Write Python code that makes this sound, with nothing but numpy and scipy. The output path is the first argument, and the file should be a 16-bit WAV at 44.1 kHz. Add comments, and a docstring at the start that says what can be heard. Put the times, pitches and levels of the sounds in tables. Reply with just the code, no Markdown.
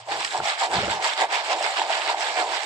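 """A bright, busy rattle close to a phone: small hard pellets slide to and fro in a hand-held steel cup,
about seven strokes a second. Thousands of tiny ticks are short resonances hit by random blows.
Rolling pellets and heavier knocks ring the hollow of the cup, damped by the hand; single ticks crack on top.
Behind it a low rumble of coloured noise comes and goes, with a brief wavering hum and dull thuds."""
import sys
import numpy as np
from scipy import signal
from scipy.fft import rfft, irfft
from scipy.io import wavfile

SR = 44100
rng = np.random.default_rng(int(sys.argv[2]) if len(sys.argv) > 2 else 0)


def master_out(mix):
    """Clip the mix to full scale and print it as 16-bit PCM to the path in sys.argv[1]."""
    frames = np.transpose(np.atleast_2d(mix))
    ceiling = np.clip(frames, -1, 1)
    pcm = np.round(ceiling * 32767).astype(np.int16)
    wavfile.write(sys.argv[1], SR, pcm)


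N = 116865

LAG_S = .0001  # every blow reaches the left this much after the right, before any further lag
TICK_LAG_S, TICK_LAG_SPREAD_S = .00007, .00011  # extra lag of the ticks, and its scatter
KNOCK_LAG_SPREAD_S = .00005

# Strokes of the pellets, as mix automation before each layer's fixed trim: t/s, tick level/dB,
# hollow over ticks level/dB, top treble level/dB (only its swing about the mean counts),
# low rings over ticks level/dB
STROKES = [(0.0, -47, 6, -7, -25), (0.04, -51, 1, -21, -32), (0.07, -52, 15.5, -3, -9),
           (0.12, -28.5, 2.5, -19.5, -5.5), (0.17, -36.5, 8, -11.5, -3.5), (0.24, -32, -1.5, -14, -20),
           (0.25, -27.5, -25, -15, -24), (0.26, -33.5, -6, -9, -20), (0.3, -37, -10, -11, -7),
           (0.35, -32.5, 10.5, -12.5, -9.5), (0.38, -36, 10, -10, -3), (0.41, -42.5, 8, -14, 1),
           (0.45, -30, 1.5, -10, -13), (0.5, -25.5, -4, -17.5, -28), (0.57, -38, 2, -17, -42),
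           (0.6, -26.5, -6.5, -16, -35), (0.62, -26.5, 6.5, -14, -47), (0.66, -30, 5.5, -17, -23),
           (0.69, -45, 13.5, -8.5, 8), (0.74, -26.5, 4.5, -15, -3.5), (0.83, -30, 0, -20, -4.5),
           (0.89, -33, 3.5, -18.5, 4), (0.91, -26, 3.5, -17, -11), (1.0, -40.5, 10.5, -14, -2),
           (1.05, -24, -0.5, -13.5, -16), (1.13, -31.5, 0.5, -17, -21), (1.14, -35, -2, -12, -35),
           (1.15, -38, 1, -14, -23), (1.19, -27, -1, -20.5, -9), (1.22, -27, 12, -10, -4),
           (1.28, -43, 7.5, -16.5, -2), (1.34, -25, 1, -15.5, -13.5), (1.38, -28.5, 2.5, -17.5, -16),
           (1.42, -36, 8.5, -18, -18), (1.45, -34, -2, -15, -12), (1.53, -26, 8, -19, -10),
           (1.55, -34, 9, -19, 2), (1.58, -37.5, 11, -12, -5), (1.65, -27.5, 2, -14.5, -10.5),
           (1.73, -33.5, 2, -15, -30), (1.76, -30.5, -4, -17, -30), (1.78, -26, 2.5, -19.5, -9.5),
           (1.87, -38, 9.5, -13.5, -2), (1.91, -31, 6.5, -13, -15), (1.93, -24, -3, -22, -21),
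           (1.95, -30, 1.5, -15, -13.5), (2.01, -31, 4, -17.5, -18), (2.02, -31, 0, -23, -16),
           (2.03, -32.5, 0.5, -14, -9), (2.07, -30.5, 4, -16, -18), (2.08, -27.5, 0, -20, -7),
           (2.1, -26.5, 6, -12, -15), (2.16, -40, 11, -16.5, -6), (2.21, -29.5, 0.5, -13, -15),
           (2.27, -29.5, 1.5, -16.5, -13.5), (2.35, -36.5, 6.5, -12.5, -12), (2.38, -27.5, 2.5, -16, -8.5),
           (2.42, -29, 6.5, -16.5, -5), (2.44, -36.5, 10.5, -10, 3), (2.46, -39, 11.5, -13, -1),
           (2.55, -27, 1, -17, -8.5), (2.61, -34, 4.5, -17, -18), (2.65, -35, 3, -11, -1)]
# Tone colour of the ticks: f/Hz, relative level/dB
TICK_COLOUR = [(650, -7.5), (1100, -1), (1430, -1.5), (1710, 2), (1890, -3), (2040, 0), (2460, -3.5),
               (3500, -3.5), (4880, -6), (6360, -15.5), (7670, -8), (8760, -16.5), (9050, -31.5),
               (9350, -47.5), (10100, -28.5), (11400, -37), (12700, -34.5), (15400, -50)]
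# The cup drifts to the right: t/s, left minus right level/dB
DRIFT = [(0, 1), (1.3, 0), (2.3, -0.9), (2.65, -3.5)]
TICK_RATE, TICK_SCATTER_DB, TICK_Q = 600, 1.5, 8  # rate is ticks a second in each pitch range
FINE_HZ, FINE_DENSER = 9000, 8  # above this pitch the tick rate is this many times higher
SHARED_PER_S, SHARED_DB, SHARED_SCATTER_DB = 300, -10, 2.5  # ticks that sound at all pitches up to FINE_HZ


def ticks():
    """Pellet on pellet and on steel: blows ring short resonances at all pitches, following the strokes."""
    out = 0
    shared = undb(SHARED_DB) * hail(SHARED_PER_S, SHARED_SCATTER_DB, TICK_LAG_SPREAD_S, TICK_LAG_S)
    level, top = curve(STROKES, column=1), curve(STROKES, column=3)
    for hz in 1000 * 2 ** np.arange(0, 4, .16):
        fine = hz > FINE_HZ  # the highest pitches blur into a hiss
        rate = TICK_RATE * (FINE_DENSER if fine else 1)
        hits = hail(rate, TICK_SCATTER_DB, TICK_LAG_SPREAD_S, TICK_LAG_S)
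        if not fine:
            hits = hits + shared
        # the treble swing fades in from 4 to 8 kHz
        bright_db = np.clip(np.log2(hz / 4000), 0, 1) * (top - top.mean())
        band = signal.lfilter(*signal.iirpeak(hz, TICK_Q, SR), hits)
        out = out + band * undb(bright_db) * patches()

    def tilt(hz):
        below_1k = np.maximum(np.log2(1000 / hz), 0)
        return at_hz(TICK_COLOUR, hz) - 24 * below_1k

    pan_db = curve(DRIFT, column=1) * np.array([[.5], [-.5]])
    return unit(colour(out, tilt)) * undb(level + 2.5 + pan_db)


# Modes of the cup's hollow: f/Hz, relative level/dB, t60/s
HOLLOW = [(601, -6.5, 0.08), (678, 6.5, 0.031), (794, -9.5, 0.056), (784, 11.5, 0.028), (899.7, 6, 0.033),
          (872, 1.5, 0.063), (952, 7, 0.022), (1204, -8, 0.051)]
HOLLOW_WANDER = 0.028  # share by which each mode slides as the grip shifts
ROLL_PER_S, ROLL_SCATTER_DB = 300, 1  # small knocks, for each mode


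def roll():
    """One hit in a stream of small random knocks after another, as rolling pellets strike the cup."""
    return hail(ROLL_PER_S, ROLL_SCATTER_DB, KNOCK_LAG_SPREAD_S)


def rolling_hollow():
    """Rolling pellets ring the damped hollow; each mode is struck from other spots and slides in pitch."""
    out = 0
    for hz, db, t60 in HOLLOW:
        pitch = hz * (1 + HOLLOW_WANDER * wander(11))
        out = out + undb(db) * sliding_ring(roll(), pitch, t60)
    return unit(out) * undb(curve(STROKES, column=1) + curve(STROKES, column=2) - 1.5)


# Heavier knocks on the cup: t/s, level/dB before trim and sharing among modes, f/Hz
KNOCKS = [(0.083, -20.5, 600), (0.346, -11, 840), (0.401, -11, 840), (0.454, -12, 745), (0.472, -12, 722),
          (0.624, -38, 990), (0.644, -20, 830), (0.708, -25, 724), (0.73, -17, 836), (0.827, -12.5, 486),
          (0.881, -14, 584), (0.917, -12, 810), (0.997, -14, 800), (1.062, -14, 880), (1.19, -14, 800),
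          (1.241, -8.5, 785), (1.501, -10, 690), (1.607, -9, 700), (1.66, -10, 840), (1.778, -25, 845),
          (1.815, -6.5, 910), (1.838, -16, 780), (1.901, -7.5, 732), (1.968, -13.5, 715), (2.095, -11, 870),
          (2.143, -9, 830), (2.205, -19, 726), (2.238, -13.5, 870), (2.396, -13.5, 844), (2.44, -12, 780)]
KNOCK_OCTAVES, KNOCK_DB = .22, -1.5  # how far a knock reaches to other modes; trim of all knocks
KNOCK_PUSH_S, KNOCK_REBOUNDS = .0007, 2  # length of each soft push; further landings after the first


def knocks():
    """Heavy knocks excite the hollow, most strongly in the modes near each knock's own pitch."""
    t, knock_db, pitch = np.array(KNOCKS).T
    spot = rng.standard_normal(len(t))
    near = []
    for hz, db, _ in HOLLOW:
        octaves = np.log2(pitch / hz)
        near.append(undb(db) * np.exp(-(octaves / KNOCK_OCTAVES) ** 2))
    near = np.array(near)
    push = np.hanning(int(KNOCK_PUSH_S * SR) + 2)
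    out = 0
    for (hz, _, t60), share in zip(HOLLOW, near / near.sum(0)):
        size = undb(knock_db + KNOCK_DB) * share / KNOCK_REBOUNDS
        # a clump of pellets lands over a few swings of the wall
        hit = sum(blows(t + k / pitch, size, KNOCK_LAG_SPREAD_S, spot) for k in range(KNOCK_REBOUNDS + 1))
        out = out + ring(signal.lfilter(push / push.sum(), 1, hit), hz, t60)
    return out


# Lower rings of the cup: f/Hz, relative level/dB, t60/s
LOW_RINGS = [(349, -2, 0.047), (420.3, -0.5, 0.076), (485, -1.5, 0.063)]


def low_rings():
    """Rolling pellets also ring the cup's lower modes, which hold their pitch."""
    out = unit(sum(undb(db) * ring(roll(), hz, t60) for hz, db, t60 in LOW_RINGS))
    return out * undb(curve(STROKES, column=1) + curve(STROKES, column=4) - 4.5)


# Single sharp ticks: t/s, level/dB of the blow, f/Hz, left minus right level/dB,
# crack relative level/dB
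CLICKS = [(.2048, -19.5, 3300, -1, -1.5), (.2292, -17.5, 2700, -13, -16), (0.2486, -14, 3160, -3, 1),
          (0.2662, -27, 3300, -5, 2), (.278, -21.5, 3100, -9, -19), (.308, -20, 3840, -3, -12),
          (0.337, -21, 3900, 0, -18), (0.377, -27.5, 4470, -9, 5.5), (0.5917, -31, 1520, 0, 2),
          (0.8808, -17, 1230, -7, -19), (1.026, -24, 2600, -7, -3), (1.1354, -14, 3620, -6, -11),
          (1.328, -20, 4500, -6, -6), (1.6266, -17.5, 2850, -5, 0), (1.632, -25, 3250, -5, -3),
          (1.65, -26, 2090, -5, -7), (1.774, -16, 2800, -3, -25), (1.796, -12, 2820, -8, -24),
          (1.8173, -15, 1720, -7, -14), (1.9257, -19, 3300, -4, -2), (2.018, -16, 2930, -9, -19),
          (2.0764, -17, 2240, -3, -4.5), (2.208, -18, 2150, -5, -3), (2.368, -17.5, 2200, -9, -20),
          (2.633, -22, 2800, -9, 0)]
# Wide crack on top of each: f/Hz, relative level/dB, t60/s
CRACK = [(5300, 0, .005), (7700, -3, .004)]
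CLICK_T60_S, CLICK_TOP_HZ = .0055, 9000


def clicks():
    """Sharp single ticks: one blow drives a short ring and a wide crack of higher modes."""
    out = 0
    for t, db, hz, pan_db, crack_db in CLICKS:
        blow = blows(np.array([t]), undb(db), 0, 0)[0]
        crack = sum(undb(crack_db + d) * ring(blow, f, t60) for f, d, t60 in CRACK)
        click = ring(blow, hz, CLICK_T60_S) + crack
        out = out + click * undb(np.array([[.5], [-.5]]) * pan_db)
    return signal.sosfilt(signal.ellip(6, .5, 35, CLICK_TOP_HZ, fs=SR, output="sos"), out)


# Stereo colour of ticks, hollow and low rings: f/Hz, left minus right level/dB
LEFT_OVER_RIGHT = [(60, -17.5), (110, 4), (200, 6), (380, -2), (700, -2.0), (1290, 0), (2370, -10),
                   (4380, -1.5), (8080, 0), (14900, -1.5)]
CUP_LOW_HZ, HOLLOW_LOW_HZ = 281, 487  # the small cup sends out little below these


def cup():
    """Mix of all cup layers, thinned in the bass because a small cup radiates little there."""
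    body = ticks() + low_rings() + high_pass(rolling_hollow() + knocks(), 3, HOLLOW_LOW_HZ)
    sides = []
    for side, sign in enumerate((.5, -.5)):
        sides.append(colour(body[[side]], lambda hz: sign * at_hz(LEFT_OVER_RIGHT, hz))[0])
    return high_pass(np.array(sides) + clicks(), 8, CUP_LOW_HZ)


ROOM_DB, ROOM_T60_S = -21.5, 0.022


def room(x):
    """Short reverb: a decaying noise tail of unit energy, starting after 4 ms."""
    t = np.arange(SR // 2) / SR
    tail = rng.standard_normal((2, len(t))) * undb(-60 * t / ROOM_T60_S) * (t > .004)
    tail = tail / np.sqrt((tail ** 2).sum(1, keepdims=True))
    return undb(ROOM_DB) * signal.fftconvolve(x, tail, axes=1)[:, :N]


# Dull thuds: t/s, level/dB of the blow
THUDS = [(0.4013, -5.5), (.789, -3.5), (.808, -14), (.839, -9), (0.8812, -4), (.9, -9)]
# Modes of a thud: f/Hz, relative level/dB, t60/s
THUD_MODES = [(107, -57, 0.17), (218, -64, .1), (443, -24.5, 0.056), (608, -32, 0.12), (1370, -14, 0.019)]
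THUD_LOW_HZ = 80


def thuds():
    """Dull thuds: blows trimmed of the deepest bass ring a few mostly low modes."""
    t, thud_db = np.array(THUDS).T
    hit = high_pass(blows(t, undb(thud_db), 0, 0), 2, THUD_LOW_HZ)
    return sum(undb(db) * ring(hit, hz, t60) for hz, db, t60 in THUD_MODES)


# A soft low hum, before wavering and fade: t/s, f/Hz, level/dB
HUM = [(0, 114, -62), (.03, 112, -53), (.09, 120, -62), (.13, 130, -56), (.19, 142, -56), (.25, 135, -64)]
HUM_WAVER_HZ = 6


def hum():
    """Short sine hum, wavering in pitch and level, that fades out by the end of its table."""
    pitch = curve(HUM, column=1) + HUM_WAVER_HZ * wander(60)
    tone = np.sqrt(2) * np.sin(2 * np.pi * np.cumsum(pitch) / SR)
    fade = np.clip((HUM[-1][0] - np.arange(N) / SR) / 0.11, 0, 1)
    return tone * undb(curve(HUM, column=2)) * fade * patches()


# Rumble automation, before flutter and the opening rise: t/s, level/dB
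RUMBLE = [(0.18, -57), (0.33, -70), (0.41, -46), (0.43, -47), (0.49, -73), (0.58, -75), (0.67, -74),
          (0.77, -33.5), (0.91, -41), (0.93, -46), (0.98, -49), (1.01, -63), (1.17, -77), (1.22, -68),
          (1.58, -74), (1.65, -63), (1.72, -73), (2.15, -71), (2.65, -70)]
# Tone colour of the rumble: f/Hz, relative level/dB
RUMBLE_COLOUR = [(15, -41), (25, -37), (37, -31), (58, 5), (102, 4.5), (139, 4.5), (226, 4), (280, -17),
                 (360, -68), (620, -120)]
RUMBLE_SIDE_DB, RUMBLE_FLUTTER_DB, RUMBLE_RISE_S = -15, 1.5, .2


def rumble():
    """Low uneven rumble: coloured noise, nearly the same left and right, that comes and goes."""
    mid, side = colour(rng.standard_normal((2, N)), lambda hz: at_hz(RUMBLE_COLOUR, hz))
    noise = unit(mid + undb(RUMBLE_SIDE_DB) * side * np.array([[1], [-1]]))
    level_db = curve(RUMBLE, column=1) + RUMBLE_FLUTTER_DB * wander(39.5)
    rise = np.minimum(np.arange(N) / SR / RUMBLE_RISE_S, 1) ** 2
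    return noise * undb(level_db) * rise


def blows(t, size, spread_s, chance):
    """Impulses at both microphone ports; each comes from its own spot, so its lag differs."""
    out = np.zeros((2, N + 2))
    lag = LAG_S + spread_s * chance
    for side, sign in enumerate((.5, -.5)):
        place = np.clip((t + sign * lag) * SR, 0, N)
        i = place.astype(int)
        # share each impulse between two samples for a finer lag
        np.add.at(out[side], i, size * (1 - place + i))
        np.add.at(out[side], i + 1, size * (place - i))
    return out[:, :N]


def hail(rate, scatter_db, spread_s, later_s=0):
    """Random blows, rate a second, of either sign and exponentially scattered dB size, at unit RMS."""
    draw = rng.random((N // 4, 4))[:int(rate * N / SR)]
    size_db = np.minimum(-np.log(1 - draw[:, 1]), 5) * scatter_db
    size = undb(size_db) * np.sign(draw[:, 2] - .5)
    chance = (draw[:, 3] - .5) * np.sqrt(12) + later_s / spread_s
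    return unit(blows(draw[:, 0] * N / SR, size, spread_s, chance))


def ring(x, hz, t60):
    """One decaying mode: a two-pole resonator, peak near 1 for a unit blow."""
    r, w = np.exp(-np.log(1000) / (t60 * SR)), 2 * np.pi * hz / SR
    return signal.lfilter([0, np.sin(w)], [1, -2 * r * np.cos(w), r * r], x)


def sliding_ring(x, hz, t60):
    """One decaying mode whose pitch moves from sample to sample, by a turning complex phase."""
    turn = np.exp(2j * np.pi * np.cumsum(hz) / SR)
    decay = np.exp(-np.log(1000) / (t60 * SR))
    return (signal.lfilter([1], [1, -decay], x / turn) * turn).imag


def colour(x, db_of):
    """Causal minimum-phase filter with the given gain curve, built by folding the cepstrum."""
    size = 4096
    cep = irfft(db_of(np.maximum(np.fft.rfftfreq(size, 1 / SR), 1)) * np.log(10) / 20)
    cep[1:size // 2] *= 2
    cep[size // 2 + 1:] = 0
    impulse = irfft(np.exp(rfft(cep)))
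    return signal.fftconvolve(x, impulse[None], axes=1)[:, :N]


def high_pass(x, order, hz):
    """Butterworth low cut."""
    return signal.sosfilt(signal.butter(order, hz, "high", fs=SR, output="sos"), x)


PATCHY_DB, PATCHES_PER_S = 3, 40


def patches():
    """Random gain that swells and fades by a few dB."""
    return undb(PATCHY_DB * wander(PATCHES_PER_S))


def wander(rate):
    """Random curve with a new value rate times a second, joined by straight lines."""
    steps = rng.standard_normal(400)
    return np.interp(np.arange(N) / SR * rate, np.arange(len(steps)), steps)


def curve(table, column):
    """One column of a time table, per sample."""
    table = np.array(table)
    return np.interp(np.arange(N) / SR, table[:, 0], table[:, column])


def at_hz(table, hz):
    """A spectrum table read on a log-frequency axis."""
    table = np.array(table)
    return np.interp(np.log(hz), np.log(table[:, 0]), table[:, 1])


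def undb(db):
    """Decibels to amplitude factor."""
    return 10 ** (np.asarray(db) / 20)


def unit(x):
    """Scale to an RMS of 1."""
    return x / np.sqrt(np.mean(x ** 2))


def scene():
    """The cup and its short reverb in front, rumble, hum and thuds behind."""
    rattle = cup()
    return rattle + room(rattle) + rumble() + hum() + thuds()


TOP_HZ = 15500


def record(dry):
    """The phone cuts the top: a steep low-pass."""
    return signal.sosfilt(signal.ellip(10, .2, 70, TOP_HZ, fs=SR, output="sos"), dry)


dry = scene()
out = record(dry)
master_out(out)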